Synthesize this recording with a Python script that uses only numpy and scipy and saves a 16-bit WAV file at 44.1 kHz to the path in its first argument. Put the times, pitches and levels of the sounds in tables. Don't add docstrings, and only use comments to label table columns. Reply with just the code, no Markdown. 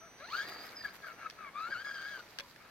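import sys
import numpy as np
from scipy.fft import rfft, irfft, next_fast_len
from scipy.io import wavfile
from scipy.ndimage import uniform_filter1d, map_coordinates

SR = 44100
rng = np.random.default_rng(int(sys.argv[2]) if len(sys.argv) > 2 else 0)


def pcm_store(signal):
    levels = np.round(np.clip(np.atleast_2d(signal), -1, 1) * 32767)
    wavfile.write(sys.argv[1], SR, levels.astype(np.int16).T)


N = 119070
T = np.arange(N) / SR

# frequency in Hz, gain in dB.
AIR_SPECTRUM = [(25, -4.5), (60, -0.5), (200, 1), (600, -5), (1000, -3), (1500, -1), (2500, -6.5),
                (4500, -11), (7000, -19.5), (10000, -19), (12300, -20.5), (15800, -27)]
ROLL_SPECTRUM = [(25, -67), (70, -10), (150, -2), (400, 2.5), (700, 3.5), (1100, -1.5), (2200, 0.5),
                 (4000, -19), (9000, -48)]
GRIT_SPECTRUM = [(500, -25), (2000, -37), (4500, 15), (7000, 8), (9800, -5), (12300, 9), (15500, -1)]
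WHINE_SPECTRUM = [(300, -49), (600, 4.5), (950, -5.5), (1200, 2.5), (1680, 0.5), (1850, -2.5), (2100, -12)]
OVERTONE_SPECTRUM = [(600, -12), (1000, -8), (1350, 9), (1800, 1.5), (2250, 1.5), (2700, 2.5), (3300, -3.5),
                     (3800, -1.5), (4800, 0.5), (5250, -11), (7000, -6), (10000, -25)]
RASP_SPECTRUM = [(800, -21), (2000, -12), (3200, -4), (3800, 2.5), (4800, 3.5), (5300, -13), (6800, -13),
                 (9000, -28), (16000, -16)]
# time in seconds, relative level in dB.
ROLL_LEVEL = [(0, -72), (.45, -53), (1, -61.5), (2.36, -62), (2.48, -69), (2.65, -64)]
GRIT_LEVEL = [(0, -81), (.28, -88), (.34, -68.5), (.52, -66.5), (.68, -72.5), (.8, -73.5), (1.1, -75.5),
              (1.52, -82), (1.62, -74.5), (2.18, -72), (2.3, -74.5), (2.55, -72.5), (2.7, -78)]
WHISTLE_LEVEL = [(0, -62), (.2, -66), (.38, -63), (.55, -75), (1.08, -73), (1.115, -85), (1.127, -67),
                 (1.42, -73.5), (1.5, -82.5), (2.24, -68), (2.34, -100)]
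RASP_LEVEL = [(.15, -80), (.19, -57.5), (.28, -55.5), (.35, -43.5), (.5, -51.5), (.7, -56.5), (.75, -66),
              (.85, -52.5), (1, -70), (1.07, -55), (1.16, -73), (1.24, -68), (1.33, -60.5), (1.52, -74),
              (1.6, -54), (1.75, -56), (2.19, -51.5), (2.23, -60.5), (2.7, -68)]
# frequency in Hz, correlation.
COHERENCE = [(30, 0.52), (250, 0.89), (1000, 0.73), (2500, .5), (5000, -0.16), (9000, 0.02), (15000, -0.04)]
# frequency in Hz, left minus right in dB.
DRIVE_BALANCE = [(450, 9), (740, 0.5), (1220, 6.5), (2010, 3), (3330, -5), (5500, -1), (9080, 2),
                 (15000, -3)]
# centre in seconds, relative level in dB.
PEBBLE_SCRAPES = [(.492, -55.5), (0.634, -59), (0.669, -56.5), (.72, -60), (.855, -60), (0.954, -55.5),
                  (1.075, -62.5)]
# start in seconds, level in dB, band centre in Hz.
SCUFFS = [(0.473, -53, 454), (0.499, -51.5, 650), (1.686, -51, 420), (1.75, -61, 109), (2.17, -49.5, 588)]
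# start in seconds, peak in dB, spectral tilt in dB per octave.
IMPACTS = [(.72, -41.5, 5), (1.2997, -33.5, 5), (1.308, -38.5, 3), (2.3872, -22.5, 5.5), (2.391, -33, -1.5),
           (2.3974, -28, -3), (2.399, -30, 2), (2.406, -30, -0.5), (2.511, -46, 5), (2.561, -41, -4)]
# frequency in Hz, relative level in dB, time to fall 60 dB in seconds.
CHASSIS_MODES = [(551.8, -11, 0.13), (1492, -6, 0.055), (1684, 8.5, 0.031), (2440, -15, 0.12),
                 (3420, -6, 0.083), (4420, -3, 0.036), (5720, -30, 0.0087)]
# time in seconds, frequency in Hz, relative level in dB.
MOTOR_NOTE = [(.24, 3980, -57), (.29, 4260, -65), (.345, 4250, -49.5), (.385, 4750, -58.5),
              (.44, 4720, -59.5), (.475, 4756, -53), (.54, 4767, -55), (.57, 4554, -56), (.6, 4760, -54),
              (.645, 4880, -57), (.665, 5170, -60), (.7, 4575, -63), (.735, 4600, -93), (.752, 5296, -67),
              (.768, 5070, -50.5), (.79, 4910, -50), (.83, 4850, -53.5), (.86, 4560, -56),
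              (.878, 4850, -61.5), (.925, 4850, -63)]
# centre in Hz, half-width in Hz, gain in dB.
BODY_MODES = [(637, 63, -11), (1292, 115, -1), (1658, 81, 0.5), (2225, 75, -2.5)]
# time in seconds, tooth-mesh frequency in Hz.
MESH_RATE = [(0, 608.4), (.05, 688), (.16, 482.7), (.22, 564.8), (.3, 950), (.345, 1400), (.375, 1574),
             (.41, 1636), (.46, 1856), (.56, 1949), (.76, 1930), (.845, 1733), (.88, 1563), (1.03, 1656),
             (1.068, 1575), (1.087, 1409), (1.12, 1325), (1.19, 1414), (1.28, 1269), (1.39, 1314),
             (1.5, 1049), (1.57, 1198), (1.68, 1409), (1.727, 1652), (1.757, 1372), (1.8, 1575),
             (1.86, 1676), (1.917, 1610), (1.94, 1657), (1.98, 1576), (2.05, 1603), (2.095, 1681),
             (2.16, 1568), (2.22, 1388), (2.46, 969), (2.53, 941), (2.62, 1237), (2.7, 1334)]
# harmonic number, relative level in dB.
MESH_HARMONICS = [(2, -5), (3, -5), (4, -11), (5, -12), (6, -16.5), (7, -11)]
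# start and end in seconds, first and last level in dB,
# overtone and backlash offsets in dB, tooth phase scatter in radians.
LOAD_BURSTS = [(0.024, 0.08, -58.5, -62.5, -14, 1.5, .15), (0.204, 0.255, -54.5, -54.5, 0, -2, 0.12),
               (.28, 0.324, -52, -45, -3.5, -8, .12), (0.33, 0.426, -45.5, -39, -3.5, .5, 0.39),
               (0.437, .84, -46.5, -63, -11, 4, .55), (0.851, 0.913, -43.5, -57, -13.5, 7.5, 0.24),
               (1.036, 1.121, -45.5, -49, -16, 4, 0.35), (1.19, 1.269, -52.5, -46, -12.5, 5, .4),
               (1.388, 1.487, -51, -47, -14, 2.5, 0.31), (1.559, 1.681, -41.5, -39, -13.5, -7, 0.19),
               (1.709, 1.829, -43.5, -43, -7, -2, .25), (1.855, 2.192, -40, -44.5, -8, -2.5, 0.26),
               (2.429, 2.496, -55.5, -62.5, -16, -10, 0.083), (2.608, 2.702, -68, -70, 1, 8, 0.26)]
# centre in seconds, half-length in seconds, relative level in dB.
TOOTH_BITES = [(0.344, .014, -36.5), (.397, 0.02, -40), (0.814, 0.0054, -45), (0.856, 0.008, -34.5),
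               (1.268, 0.01, -43.5), (1.731, 0.0091, -36.5), (1.757, 0.0041, -40), (2.206, .004, -46.5)]
# centre in seconds, gain in dB.
WHEEL_SLIPS = [(.366, 0.5), (1.703, -0.5), (1.836, -8.5), (1.931, -8.5), (2.184, -14)]


def amp(db):
    return 10 ** (np.asarray(db) / 20)


def unit(x):
    return x / np.sqrt(np.mean(x ** 2) + 1e-20)


def along(points, hz):
    f, v = np.transpose(points)
    return np.interp(np.log(hz + 1), np.log(f + 1), v)


def curve(rows, column=1):
    rows = np.asarray(rows)
    return np.interp(T, rows[:, 0], rows[:, column])


def wobble(rate):
    return map_coordinates(rng.standard_normal(int(N * rate / SR) + 4), [T * rate])


def phase_of(hz):
    return 2 * np.pi * np.cumsum(hz) / SR


def filtered(x, response):
    size = next_fast_len(N + SR // 4)
    return irfft(rfft(x, size) * response(np.fft.rfftfreq(size, 1 / SR)), size)[..., :N]


def coloured(x, spectrum):
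    return filtered(x, lambda hz: amp(along(spectrum, hz)))


def spread(pair):
    angle = lambda hz: np.arccos(np.clip(along(COHERENCE, hz), -1, 1)) / 2
    mid, side = filtered(pair, lambda hz: np.array([np.cos(angle(hz)), np.sin(angle(hz))]))
    return np.array([mid + side, mid - side]) / np.std(mid)


def panned(x, balance, left_lead_s=0):
    sides = np.array([[.5], [-.5]])
    delay = lambda hz: np.exp(2j * np.pi * hz * sides * left_lead_s)
    return filtered(x, lambda hz: amp(sides * along(balance, hz)) * delay(hz))


def noise():
    return rng.standard_normal((2, N))


def grains(rate):
    return noise() * (rng.random(N) < rate / SR)


def outdoor_air():
    return amp(-62) * spread(coloured(noise(), AIR_SPECTRUM))


def tyres():
    rumble = spread(coloured(noise() + 0.84 * unit(grains(rate=350)), ROLL_SPECTRUM))
    hiss = amp(2 + 2.2 * wobble(45.6)) * spread(coloured(noise(), GRIT_SPECTRUM))
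    crunch = amp(-3.5) * spread(coloured(grains(rate=530), GRIT_SPECTRUM))
    return amp(curve(ROLL_LEVEL) + 1) * rumble + amp(curve(GRIT_LEVEL)) * (hiss + crunch)


def pebbles(half_s=0.018):
    spectrum = [(300, -6), (1500, 11.5), (4200, 3), (7000, -3), (10000, -7.5), (12500, 5.5), (16000, -8)]
    swell = sum(amp(db) * np.exp(-((T - s) / half_s) ** 2) for s, db in PEBBLE_SCRAPES)
    return swell * spread(coloured(grains(rate=1600), spectrum))


def wheel_scuffs(rise_s=0.008, octaves=1.6):
    out = np.zeros(N)
    for start, db, centre_hz in SCUFFS:
        age = np.maximum(T - start, 0) / rise_s
        scuff = filtered(noise()[0], lambda hz: np.exp(-(np.log2((hz + 1) / centre_hz) / octaves) ** 2))
        out += amp(db) * age * np.exp(1 - age) * unit(scuff)
    return out


def chassis_clacks(crack_t60=0.015):
    crack_spectrum = [(300, -21), (1500, 27), (5500, 22.5), (7000, 6), (15000, 0.5)]
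    out = np.zeros((2, N))
    for start, peak_db, tilt in IMPACTS:
        age = np.maximum(T - start, 0)
        ring = np.zeros(N)
        for mode_hz, db, t60 in CHASSIS_MODES:
            decay = amp(db + rng.normal(0, 2) - 60 * age / t60)
            ring += decay * np.sin(2 * np.pi * mode_hz * (1 + rng.normal(0, .015)) * age)
        burst = noise() * (T >= start) * amp(-60 * age / crack_t60)
        crack = amp(-5) * coloured(burst, crack_spectrum)
        hit = filtered(ring + crack, lambda hz: amp(tilt * np.log2(np.clip(hz, 800, 5000) / 3000)))
        out += amp(peak_db) * hit / np.abs(hit).max()
    return out


def speed_controller(switching_hz=5947):
    tone = np.sqrt(2) * np.sin(phase_of(switching_hz + 5 * wobble(30.7)))
    return tone * amp(curve(WHISTLE_LEVEL) + 1.4 * wobble(21.29))


def motor(jitter=0.0081, flutter=0.23):
    running = (T > MOTOR_NOTE[0][0]) & (T < MOTOR_NOTE[-1][0])
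    tone = np.sqrt(2) * np.sin(phase_of(curve(MOTOR_NOTE) * (1 + jitter * wobble(600))))
    envelope = amp(curve(MOTOR_NOTE, column=2) + 2.2 * wobble(140)) * running
    return tone * envelope * (1 + flutter * wobble(520))


def body_response(hz):
    return sum(amp(db) / (1 + ((hz - centre) / width) ** 2) for centre, width, db in BODY_MODES)


def gear_loads(attack_s=0.01, release_s=0.011):
    gains = np.zeros((3, N))
    for start, end, first_db, last_db, overtone_db, backlash_db, _ in LOAD_BURSTS:
        gate = np.exp(np.minimum(T - start, 0) / attack_s - np.maximum(T - end, 0) / release_s)
        gain = amp(np.interp(T, [start, end], [first_db, last_db])) * gate
        gains = np.maximum(gains, [gain, gain * amp(overtone_db), gain * amp(backlash_db)])
    bites = sum(amp(db) * np.exp(-((T - s) / half) ** 4) for s, half, db in TOOTH_BITES)
    return gains[0] + bites, gains[1], gains[2]


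def throb(shaft, depth=0.14, flutter_db=1.95):
    swell = np.cos(shaft + wobble(39.52)) + np.cos(2 * shaft + wobble(40))
    return unit((1 + depth * swell) * amp(flutter_db * wobble(330)))


def gear_overtones(mesh, shaft, scatter_rad=0.37, breakup_db=2):
    out = np.zeros(N)
    for harmonic, db in MESH_HARMONICS:
        tone = np.sin(harmonic * mesh + scatter_rad * wobble(600))
        out += amp(db) * unit(tone * throb(shaft) * amp(breakup_db * wobble(70)))
    return coloured(out, OVERTONE_SPECTRUM)


def backlash(shaft, gain, reference_db=-51.5, growth=0.72):
    knocks = lambda: noise() * (1 + .5 * np.cos(shaft)) * amp(3.35 * wobble(140))
    rattle_gain = amp(reference_db - 6.5) * (gain / amp(reference_db)) ** growth
    rattle = rattle_gain * spread(filtered(knocks(), body_response))
    rasp = amp(curve(RASP_LEVEL) - 8) * spread(coloured(knocks(), RASP_SPECTRUM))
    return rattle + rasp


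def gears(teeth=12, jitter=0.00985, slip_half_s=0.0065):
    mesh_hz = uniform_filter1d(curve(MESH_RATE), size=500) * (1 + jitter * wobble(300))
    mesh = phase_of(mesh_hz)
    shaft = mesh / teeth
    scatter = curve([(s, radians) for start, end, *_, radians in LOAD_BURSTS for s in (start, end)])
    mesh = mesh + scatter * wobble(520)
    whine_gain, overtone_gain, backlash_gain = gear_loads()
    partial = lambda harmonic: unit(np.sin(harmonic * mesh) * throb(shaft))
    whine = amp(-3) * whine_gain * coloured(partial(1), WHINE_SPECTRUM)
    octave = amp(-2.5) * backlash_gain * filtered(partial(2), body_response)
    overtones = amp(-1.5) * overtone_gain * gear_overtones(mesh, shaft)
    slip_db = sum(db * np.exp(-((T - s) / slip_half_s) ** 2) for s, db in WHEEL_SLIPS)
    return amp(slip_db) * (whine + octave + overtones + backlash(shaft, backlash_gain))


def scene():
    drive = panned(gears() + motor() + speed_controller(), DRIVE_BALANCE, left_lead_s=4e-5)
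    ground_balance = [(700, -1), (1300, 8), (4000, -9), (8000, 2.5), (13000, 7)]
    ground = panned(tyres() + pebbles(), ground_balance)
    return drive + ground + wheel_scuffs() + chassis_clacks() + outdoor_air()


def record(dry):
    return filtered(dry, lambda hz: hz < 15950)


dry = scene()
out = record(dry)
pcm_store(out)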